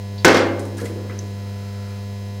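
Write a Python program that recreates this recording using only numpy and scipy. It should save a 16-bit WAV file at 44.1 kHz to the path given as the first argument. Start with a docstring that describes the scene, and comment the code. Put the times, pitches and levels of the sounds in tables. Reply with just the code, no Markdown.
"""A bench magnetizer hums and buzzes on 50 Hz mains in a workshop, close to a mono microphone.
Its iron core flexes and its loose laminations buzz. It fires once: a hard clunk with rebounds
rings the steel frame and the room, rattles loose parts and overloads the microphone.
A faint clink leads in; light ticks, soft low knocks and small taps follow, then faint rubbing."""
import sys
import numpy as np
from scipy import signal
from scipy.fft import rfft, irfft
from scipy.io import wavfile

SR = 44100
rng = np.random.default_rng(int(sys.argv[2]) if len(sys.argv) > 2 else 0)


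def transcribe(signal):
    """Save signal, clipped to [-1, 1], as a 16-bit WAV file at the path in sys.argv[1]."""
    frames = np.atleast_2d(signal).T
    limited = np.clip(frames, -1, 1)
    pcm = np.round(limited * 32767).astype(np.int16)
    wavfile.write(sys.argv[1], SR, pcm)


N = 105840
T = np.arange(N) / SR
MAINS_HZ = 50.04


def undb(db):
    """Decibels to gain."""
    return 10 ** (np.asarray(db) / 20)


def unit(x):
    """Scale to rms 1."""
    return x / np.sqrt(np.mean(x ** 2))


def along(hz, table, column=1):
    """Read one column of a table on a log-frequency axis."""
    table = np.array(table)
    return np.interp(np.log(np.maximum(hz, 1)), np.log(table[:, 0]), table[:, column])


def noise(colour):
    """Noise of rms 1, shaped by an EQ curve of freq_hz, gain_db."""
    gain = undb(along(np.fft.rfftfreq(N, 1 / SR), colour))
    return unit(irfft(rfft(rng.standard_normal(N)) * gain, N))


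def band_noise(lo_hz, hi_hz):
    """Noise of rms 1 between two soft edges."""
    edges = np.clip([lo_hz, max(hi_hz, lo_hz + 100)], 20, SR / 2 - 100)
    bandpass = signal.butter(2, edges, "band", fs=SR, output="sos")
    return unit(signal.sosfilt(bandpass, rng.standard_normal(N)))


def fade(start, t60_s, attack_s=1e-4):
    """Percussive envelope: a quick attack, then a decay of 60 dB per t60_s."""
    age = np.maximum(T - start, 0)
    return (1 - np.exp(-age / attack_s)) * np.exp(-np.log(1000) * age / t60_s)


def ring(start, hz, t60_s, attack_s=1e-4):
    """One struck mode: a decaying sine."""
    return np.sin(2 * np.pi * hz * (T - start)) * fade(start, t60_s, attack_s)


def hum():
    """The iron core flexes twice a mains cycle; the panels scatter the phases of the upper harmonics."""
    # harmonics of the core's flexing: harmonic_number, relative_db
    harmonics = [(1, 1.5), (2, -7), (3, -28.5), (4, -18), (5, -16), (6, -23.5), (7, -21.5), (8, -48),
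                 (9, -29), (10, -22.5), (11, -36)]
    out = 0
    for (k, db), lag in zip(harmonics, rng.random(len(harmonics))):
        phase = lag if k > 2 else 0  # the two lowest peak together
        out += undb(db) * np.cos(2 * np.pi * (2 * MAINS_HZ * k * T + phase))
    return undb(-28.2) * unit(out)


def buzz():
    """Loose laminations buzz with a comb of uneven mains harmonics."""
    # outline of the comb: freq_hz, relative_db
    outline = [(1100, -11), (1600, -1), (2200, 2), (3000, -1.5), (4000, -2.5), (5300, -8.5), (7000, -10.5),
               (9500, -21), (15000, -43)]
    k = np.arange(int(outline[0][0] / MAINS_HZ), 260)
    hz = k * MAINS_HZ
    scatter, phase = rng.standard_normal((260, 2))[k].T
    odd_db = -19 * np.maximum(1 - (hz / 5000) ** 2, 0)  # odd harmonics catch up in the treble
    db = along(hz, outline) + 4.5 * np.minimum(scatter, 2) + k % 2 * odd_db
    spectrum = np.zeros(4096, complex)
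    spectrum[k] = undb(db) * np.exp(2j * np.pi * phase)
    cycle = irfft(spectrum)  # wavetable of one mains cycle
    looped = np.interp(MAINS_HZ * T, np.arange(len(cycle)) / len(cycle), cycle, period=1)
    return undb(-49.5) * unit(looped)


def whines():
    """Resonating panels lift thin, steady tones out of the buzz."""
    # panel resonances: rough_pitch_hz, relative_db
    resonances = [(3601, -82), (3849, -60.5), (4102, -62), (4301, -93), (5050, -63.5), (5303, -61),
                  (5900, -61.5), (6449, -65.5), (6551, -72), (7348, -70)]
    out = 0
    for (hz, db), phase in zip(resonances, rng.random(len(resonances))):
        harmonic_hz = round(hz / MAINS_HZ) * MAINS_HZ
        out += undb(db - 1.5) * np.sqrt(2) * np.sin(2 * np.pi * (harmonic_hz * T + phase))
    return out


def air():
    """Soft, even workshop room tone."""
    # bass-heavy colour of the room: freq_hz, gain_db
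    colour = [(25, 12.5), (50, 3.5), (90, 8.5), (250, 0.5), (600, -2), (1000, -8), (1400, -14.5),
              (1800, -14), (3200, -17.5), (4800, -16), (8000, -25), (15500, -28)]
    return undb(-44) * noise(colour)


def hiss():
    """Faint, steady hiss, different in each channel."""
    # colour of the hiss: freq_hz, gain_db
    colour = [(30, 3), (300, -7), (3000, -4), (8000, 0.5), (15000, 1)]
    return undb(-54.5) * np.array([noise(colour), noise(colour)])


def taps():
    """The opening clink and later small taps: a click, two brief modes and the room's answer."""
    # pitched contacts: start_s, level_db, upper_hz, lower_hz, lower_db, t60_s, room_db, attack_s
    hits = [(0.178, -41, 4510, 3960, -6, 0.27, -3.5, 0.0012), (0.777, -40, 1674, 1424, -5, .2, 3.5, 0.0065),
            (0.856, -38.5, 2210, 2030, 6.5, 0.057, -6.5, 0.00087),
            (1.096, -33, 1990, 1320, -8, 0.087, -9, 0.0011),
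            (1.1903, -28.5, 6210, 5985, -2, 0.031, -21, 0.00012)]
    out = 0
    for start, db, upper_hz, lower_hz, lower_db, t60_s, room_db, attack_s in hits:
        upper = ring(start, upper_hz, t60_s, attack_s)
        lower = undb(lower_db) * ring(start, lower_hz, t60_s, attack_s)
        click = undb(-0.5) * fade(start, 0.013, attack_s)
        room = undb(room_db) * fade(start, 0.43, attack_s)
        wash = band_noise(0.83 * lower_hz, 1.15 * upper_hz)
        out += undb(db) * (upper + lower + wash * (click + room))
    return out


def body(start):
    """Machine and room ring densely after a blow, in half-octave bands; the top dies first."""
    # colour and decay of the ring: freq_hz, gain_db, t60_s
    response = [(29.8, -42, .7), (60.4, -20, 0.95), (108.5, -26, 0.31), (158, -6.5, 0.54), (275, -4, 1),
                (383, 0, 0.86), (552, -4, 1), (835, -11.5, 0.74), (1500, -5.5, 0.58), (3000, -16.5, 0.53),
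                (5400, -18.5, 0.35), (7960, -31, 0.41), (15000, -52, 0.22)]
    spectrum = rfft(noise(response))
    bands = np.round(2 * np.log2(np.maximum(np.fft.rfftfreq(N, 1 / SR), 60)))
    out = 0
    for band in np.unique(bands):
        t60_s = along(2 ** (band / 2), response, column=2)
        out += irfft(spectrum * (bands == band), N) * fade(start, t60_s, attack_s=0.0019)
    return undb(-10) * out


def frame(start):
    """The struck steel frame rings, each mode beating against a close, quieter twin."""
    # modes of the frame: pitch_hz, relative_db, t60_s
    modes = [(267.6, -13, 2.1), (280.6, -16, 2.16), (334, -0.5, 1.46), (381.2, -1, 0.92), (416.1, -1.5, .8),
             (513.5, -3.5, 0.75), (548.5, -1, 0.89), (807, -13, 1.07), (899, -6.5, 1.02), (1012, -7.5, .43),
             (1516, -1, 0.63), (1927, -11, 0.28), (2119, -7.5, 0.67)]
    out = 0
    for (hz, db, t60_s), (lag, twin_lag, spread) in zip(modes, rng.random((len(modes), 3))):
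        beat_hz = 7.02 * (0.5 + spread)
        main = ring(start + lag / hz, hz, t60_s)
        twin = undb(-5) * ring(start + twin_lag / hz, hz + beat_hz, t60_s)
        out += undb(db) * (main + twin)
    return undb(-19) * out


def clunk():
    """A blow and its rebounds: each cracks, shakes the machine and rings the frame."""
    # blows as the magnetizer fires: start_s, relative_ring_db, relative_crack_db
    blows = [(0.2467, 0.5, 0), (0.2518, -4, -7), (0.279, -4.5, -10), (0.345, -6, -32), (0.369, -11.5, -19)]
    # colour of the contact itself: freq_hz, gain_db
    crack_colour = [(50, -35), (150, -18), (600, 6), (1800, 4), (3200, -11.5), (5800, -1.5), (8000, -13),
                    (15000, -22.5)]
    out = 0
    for start, ring_db, crack_db in blows:
        out += undb(ring_db) * (body(start) + frame(start))
        out += undb(crack_db - 2.5) * noise(crack_colour) * fade(start, t60_s=0.049)
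    return out


def rattle():
    """Loose parts chatter between the rebounds, weaker as the machine settles."""
    # bright colour of the chatter: freq_hz, gain_db
    colour = [(1000, 4), (2500, 10.5), (5500, 6), (8000, -7.5), (12000, -6), (15500, -32)]
    start_s, end_s, contacts_per_s, settle_db_per_s = 0.255, 0.392, 220, 50
    gaps, sizes = rng.random((80, 2)).T
    onsets = start_s + np.cumsum(2 * gaps) / contacts_per_s
    contacts = sum((0.5 + size) * fade(onset, t60_s=0.018)
                   for onset, size in zip(onsets, sizes) if onset < end_s)
    settling = undb(-23.5 - settle_db_per_s * (T - start_s))
    return settling * noise(colour) * contacts


def ticks():
    """Bright, toneless ticks with a short room tail."""
    # light contacts: start_s, level_db, low_cut_hz
    hits = [(0.5938, -40, 3911), (0.6519, -47, 5750), (0.771, -43.5, 2950), (0.78, -39, 700),
            (0.8, -43, 1200), (0.8112, -42, 1500), (0.845, -45, 5000), (0.8546, -38, 1400)]
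    out = 0
    for start, db, low_cut_hz in hits:
        envelope = fade(start, t60_s=0.044) + undb(-7) * fade(start, t60_s=0.37)
        out += undb(db) * band_noise(low_cut_hz, hi_hz=10185) * envelope
    return out


def knocks():
    """Dull knocks, each with one main ring, leave the frame booming."""
    # soft knocks in the frame: start_s, level_db, pitch_hz
    hits = [(0.808, -31.5, 473), (0.882, -36, 327), (0.955, -35.5, 323)]
    # dark colour of the boom: freq_hz, gain_db
    colour = [(120, -12), (230, 1), (330, 4.5), (500, 0.5), (700, -15.5), (1500, -22.5), (4000, -44)]
    out = 0
    for start, db, hz in hits:
        boom = noise(colour) * fade(start, t60_s=1.56, attack_s=0.002)
        tone = undb(4) * ring(start, hz, t60_s=0.46, attack_s=0.002)
        out += undb(db) * (boom + tone)
    return out


def rub():
    """A faint rubbing swells slowly and stops more quickly."""
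    # peaky colour of the friction: freq_hz, gain_db
    colour = [(700, -22), (1100, -12), (1350, 4.5), (1700, -11), (2300, -4), (3200, -18), (4400, -5),
              (5500, -13.5), (8000, -18), (15000, -39)]
    peak_s, swell_s, release_s = 1.93, 0.7, 0.15
    width_s = np.where(T < peak_s, swell_s, release_s)
    return undb(-51.5) * noise(colour) * np.exp(-((T - peak_s) / width_s) ** 2)


def scene():
    """A mono mix of the steady bed and the hits; only the hiss differs between the channels."""
    bed = hum() + buzz() + whines() + air() + rub()
    hits = clunk() + rattle() + ticks() + knocks() + taps()
    return bed + hits + hiss()


def record(dry):
    """Overload flattens the peaks at full scale; filters then cut the deep bass and the top."""
    knee, low_cut_hz, high_cut_hz = 5.0, 50.6, 15800
    clipped = dry / (1 + np.abs(dry) ** knee) ** (1 / knee)
    highpass = signal.butter(2, low_cut_hz, "high", fs=SR, output="sos")
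    lowpass = signal.ellip(10, 0.2, 80, high_cut_hz, fs=SR, output="sos")
    return signal.sosfilt(lowpass, signal.sosfilt(highpass, clipped))


dry = scene()
out = record(dry)
transcribe(out)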